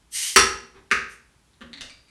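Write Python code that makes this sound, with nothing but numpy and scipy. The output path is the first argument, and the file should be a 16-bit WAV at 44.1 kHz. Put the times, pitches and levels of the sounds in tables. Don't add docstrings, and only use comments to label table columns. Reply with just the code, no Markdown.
import sys
import numpy as np
from scipy import signal
from scipy.fft import rfft, irfft
from scipy.io import wavfile
from scipy.ndimage import uniform_filter1d

SR = 44100
rng = np.random.default_rng(int(sys.argv[2]) if len(sys.argv) > 2 else 0)


def inscribe(sig):
    pcm = np.round(np.clip(np.atleast_2d(sig).T, -1, 1) * 32767)
    wavfile.write(sys.argv[1], SR, pcm.astype(np.int16))


N = 92610


def amp(db):
    return 10 ** (np.asarray(db) / 20)


def unit(x):
    return x / np.sqrt(np.mean(x ** 2) + 1e-20)


def read(table, hz, column=1):
    table = np.array(table)
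    return np.interp(np.log(hz + 1), np.log(table[:, 0] + 1), table[:, column])


def add(mix, start_s, sound):
    part = mix[round(start_s * SR):][:len(sound)]
    part += sound[:len(part)]


def flatten(x, bins):
    z = rfft(x)
    return irfft(z / np.sqrt(abs(uniform_filter1d(abs(z) ** 2, bins)) + 1e-12), len(x))


def noise(spectrum):
    gain = amp(read(spectrum, np.fft.rfftfreq(N, 1 / SR)))
    return unit(irfft(rfft(rng.standard_normal(N)) * gain, N))


def flutter(depth_db, samples):
    return amp(depth_db * unit(uniform_filter1d(rng.standard_normal(N), samples)))


def click(spectrum, size=8192):
    level_db = np.maximum(read(spectrum, abs(np.fft.fftfreq(size, 1 / SR))), -90)
    log_response = np.conj(signal.hilbert(np.log(amp(level_db))))
    pulse = np.fft.ifft(np.exp(log_response)).real[:size // 2]
    return pulse / np.linalg.norm(pulse)


def impacts(events, spectrum, clean_contact_s=0.003, size=4096):
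    pulse, out = click(spectrum), np.zeros(N)
    for start, db, contact_s in events:
        scatter = rng.standard_normal(size) * np.exp(-np.arange(size) / SR / contact_s)
        scatter = flatten(scatter, bins=12)[:size // 2]
        share = contact_s ** 2 / (contact_s ** 2 + clean_contact_s ** 2)
        force = np.sqrt(share) * scatter / np.linalg.norm(scatter)
        force[0] += np.sqrt(1 - share)
        add(out, start, amp(db) * signal.fftconvolve(force, pulse))
    return out


def ring(events, modes, rise_s, diffuse=0.62, waver_s=0.035):
    t, out = np.arange(SR) / SR, np.zeros(N)
    window = np.hanning(round(2 * waver_s * SR))
    for start, db, *_ in events:
        for hz, mode_db, t60 in modes:
            white = rng.standard_normal(SR) + 1j * rng.standard_normal(SR)
            drift = signal.fftconvolve(white, window, "same")
            waver = np.sqrt(1 - diffuse ** 2) + diffuse * drift / drift.std()
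            tone = (waver * np.exp(2j * np.pi * (hz * t + rng.random()))).real
            envelope = (1 - np.exp(-t / rise_s)) * np.exp(-np.log(1000) * t / t60)
            add(out, start, amp(db + mode_db) * envelope * tone)
    return out


def gap_whistles(flutter_s=0.014):
    # (f/Hz, width/Hz, level re jet/dB)
    bands = [(8300, 120, -12), (8750, 250, -11), (9600, 160, -14)]
    hz, out = np.fft.rfftfreq(N, 1 / SR), np.zeros(N)
    for centre, width, db in bands:
        band = irfft(rfft(rng.standard_normal(N)) * np.exp(-((hz - centre) / width) ** 2), N)
        out += amp(db) * unit(band * flutter(depth_db=3.5, samples=round(flutter_s * SR)))
    return out


def gas_hiss(split_hz=6000, low_lag_s=0.0055, top_hz=13000):
    # (start t/s, rise/s, held until t/s, release/s, level/dB)
    leaks = [(0.099, 0.048, 0.28, 0.11, -24.5), (1.068, 0.03, 1.132, 0.027, -50)]
    # (f/Hz, level/dB)
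    spectrum = [(240, -45), (721, -33.5), (1380, -23.5), (1700, -16.5), (1950, -6), (2600, -9),
                (2960, -1.5), (3700, -8.5), (4220, -6.5), (6200, -5), (7800, -7), (8430, -2.5), (10500, -6),
                (11300, -6.5), (12600, -15), (13500, -28.5)]
    t, out = np.arange(N) / SR, np.zeros(N)
    jet = noise(spectrum) + gap_whistles()
    low = signal.sosfiltfilt(signal.butter(2, split_hz, fs=SR, output="sos"), jet)
    for start, rise, until, release, db in leaks:
        closing = np.clip(1 - (t - until) / release, 0, 1)
        for band, lag in ((jet - low, 0), (low, low_lag_s)):
            opening = np.clip((t - start - lag) / rise, 0, 1)
            out += amp(db) * band * (opening * closing) ** 2
    out *= flutter(depth_db=1.1, samples=250)
    return signal.sosfilt(signal.butter(12, top_hz, fs=SR, output="sos"), out)


def seal_pop():
    # (t/s, energy level/dB, duration/s)
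    pulses = [(0.3609, 24.5, 0.0024), (0.3632, 20, 0.01), (0.391, 14, .003)]
    # (f/Hz, level/dB)
    spectrum = [(76, -46), (130, -29), (233, -14.5), (315, -18), (380, -9), (650, -30), (830, -18.5),
                (1050, -11.5), (1160, -11.5), (1290, -1.5), (1480, -8), (1900, -6), (2300, -14),
                (2600, -9.5), (2880, -9), (3300, -17), (3550, -13), (4020, -21), (4400, -10), (4700, -17),
                (5200, -16.5), (5730, -9.5), (6150, -21), (9870, -15), (16000, -54.5)]
    # (f/Hz, level/dB, T60/s)
    modes = [(1072, -1, .3), (1252, 3.5, .43), (1307, 4.5, .41), (1388, -3, .45), (1631, -3, .4),
             (1846, -7, .45), (2640, -7, .43), (3489, -5, .4), (4462, -5, .34), (4829, -6, .37),
             (5640, -4, .38), (5739, -3.5, .42)]
    crack_s, ring_db = pulses[0][0], -20.5
    return impacts(pulses, spectrum), ring([(crack_s, ring_db)], modes, rise_s=0.00067)


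def table_resonance():
    # (t/s, level/dB)
    shoves = [(0.367, -33.5), (0.917, -45.5), (1.62, -47)]
    # (f/Hz, level/dB, T60/s)
    modes = [(57, 4, .55), (81, 4, .45), (165, -5, .6), (236, 3, .62), (272, -4, .5), (377, -8, .55)]
    return ring(shoves, modes, rise_s=0.018)


def grip_rub(centre_s=0.765, width_s=0.022, db=-47.5):
    # (f/Hz, level/dB)
    spectrum = [(80, -8.5), (370, 4.5), (650, -12.5), (1000, -4), (2300, -8), (4000, -15), (10000, -46.5)]
    swell = np.exp(-((np.arange(N) / SR - centre_s) / width_s) ** 2)
    return amp(db) * noise(spectrum) * swell


def opener_knocks():
    # (t/s, energy level/dB, contact/s)
    knocks = [(0.9056, -12, 0.0038), (0.9139, 16.5, 0.00078)]
    # (f/Hz, level/dB)
    spectrum = [(65, -70), (110, -30), (228, -11.5), (297, -27.5), (403, -11), (617, -31), (1040, -22),
                (1200, -8), (1390, -9), (1570, -3), (2000, -6), (2710, -5), (3120, -20), (4590, -18.5),
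                (5080, -21.5), (7940, -26), (11200, -31.5), (13200, -57.5), (14000, -83)]
    # (f/Hz, level/dB, T60/s)
    modes = [(1251, -5.5, 0.45), (1307, -2, 0.28), (1560, 0.5, 0.4), (1580, -3, 0.42), (2200, -5, 0.37)]
    return impacts(knocks, spectrum), amp(-40.5) * ring(knocks, modes, rise_s=0.0026)


def rim_ticks():
    # (t/s, energy level/dB, contact/s)
    ticks = [(1.534, -33.5, 0.00093), (1.7315, -7, 0.00021), (1.7395, -21, 0.0012), (1.775, -12, 0.0013)]
    # (f/Hz, level/dB)
    spectrum = [(200, -22), (1500, -13.5), (2000, 1.5), (2350, -5.5), (3150, -5.5), (3700, 3.5), (4450, 1),
                (4850, -18), (9300, -22), (11000, -38), (15000, -62)]
    return impacts(ticks, spectrum)


def bottle_bumps():
    # (t/s, energy level/dB, contact/s)
    bumps = [(1.6085, -12, 0.003), (1.614, -7, 0.0061)]
    # (f/Hz, level/dB)
    spectrum = [(65, -28.5), (110, -38), (244, 6), (411, -26), (492, -10), (748, -23), (1050, -15.5),
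                (1840, -9.5), (2380, -17), (3150, -13), (5090, -33.5), (9830, -38), (13000, -52)]
    return impacts(bumps, spectrum)


def base_judder(start_s=1.7, length_s=0.18, first_hz=305, last_hz=237, db=-45.5):
    progress = np.clip((np.arange(N) / SR - start_s) / length_s, 0, 1)
    cycles = np.cumsum(first_hz + (last_hz - first_hz) * progress) / SR
    envelope = np.sin(np.pi * np.sqrt(progress))
    return amp(db) * envelope * np.sin(2 * np.pi * (cycles + rng.random()))


def cap_scrape():
    # (t/s, energy level/dB, contact/s)
    scrapes = [(1.8098, -2.5, 0.00074), (1.819, -11, 0.0016), (1.84, -13.5, 0.011)]
    # (f/Hz, level/dB)
    spectrum = [(450, -9.5), (600, -4), (850, -15), (1550, -2), (2100, 1.5), (2300, -11), (2800, 8.5),
                (3300, -4.5), (3650, 7), (4000, -3.5), (6000, -6.5), (9400, -10.5), (14000, -34)]
    return impacts(scrapes, spectrum)


def cap_chime():
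    # (t/s, energy level/dB, contact/s)
    clinks = [(1.8974, -13.5, 0.00091), (2.084, -27.5, 0.0026)]
    # (f/Hz, level/dB)
    spectrum = [(800, -30), (1200, -6), (1900, -8), (2300, 8), (3350, -15), (4600, 1.5), (5300, -12),
                (9500, -15.5), (13000, -48)]
    # (f/Hz, level/dB, T60/s)
    modes = [(2309, -3.5, .36), (3812, -7.5, .42), (4748, -4.5, .6), (8400, -13, .3), (8470, -6, .13)]
    return impacts(clinks, spectrum), amp(-34) * ring(clinks, modes, rise_s=0.00092)


def diffuse_noise(size=2048, passes=3):
    x = rng.standard_normal(SR)
    for _ in range(passes):
        z = signal.stft(x, nperseg=size)[2]
        local_rms = np.sqrt(uniform_filter1d(abs(z) ** 2, size=5, axis=0))
        x = signal.istft(z / local_rms, nperseg=size)[1][:SR]
    return unit(x)


def room(x, first_echo_s=0.0012, early_db=3, early_s=0.045):
    # (f/Hz, T60/s, level re direct sound/dB)
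    reverb = [(60, 0.6, 17.5), (238, 0.45, 4.5), (556, 0.59, 10), (1400, 0.47, 8.5), (2950, 0.45, 5),
              (6100, 0.43, 9), (9100, 0.34, 3.5), (15040, .3, 0)]
    t = np.arange(SR) / SR
    hz, frame_s, z = signal.stft(diffuse_noise(), SR, nperseg=256)
    decay = np.exp(-np.log(1000) * frame_s / read(reverb, hz)[:, None])
    tail = signal.istft(z * decay, SR, nperseg=256)[1][:SR]
    tail = flatten(tail * amp(early_db * np.exp(-t / early_s)), bins=70)
    tail = irfft(rfft(tail) * amp(read(reverb, np.fft.rfftfreq(SR, 1 / SR), column=2)))
    response = (tail * np.clip(t / first_echo_s - 1, 0, 1))[:SR * 3 // 4]
    response[0] += 1
    return amp(-9.3) * signal.fftconvolve(x, response)[:N]


def scene():
    # (f/Hz, level/dB)
    background = [(20, -24.5), (57, 3.5), (75, -3), (151, -7), (300, -13), (409, -14), (497, -21),
                  (733, -19.5), (865, -18), (2040, -21.5), (10800, -28), (15000, -56.5)]
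    gas = gas_hiss()
    pop, neck_ring = seal_pop()
    knocks, knock_ring = opener_knocks()
    clinks, cap_ring = cap_chime()
    sources = gas + pop + grip_rub() + knocks + rim_ticks()
    sources += bottle_bumps() + base_judder() + cap_scrape() + clinks
    ringing = neck_ring + table_resonance() + knock_ring + cap_ring
    return (room(sources) + ringing + amp(-61.5) * noise(background))[None]


def record(dry, overload=0.74, edge_hz=16400):
    soft = dry / (1 + (dry / overload) ** 8) ** (1 / 8)
    lowpass = signal.firwin(511, edge_hz, window=("kaiser", 9), fs=SR)
    return signal.oaconvolve(soft, lowpass[None], "same")


dry = scene()
out = record(dry)
inscribe(out)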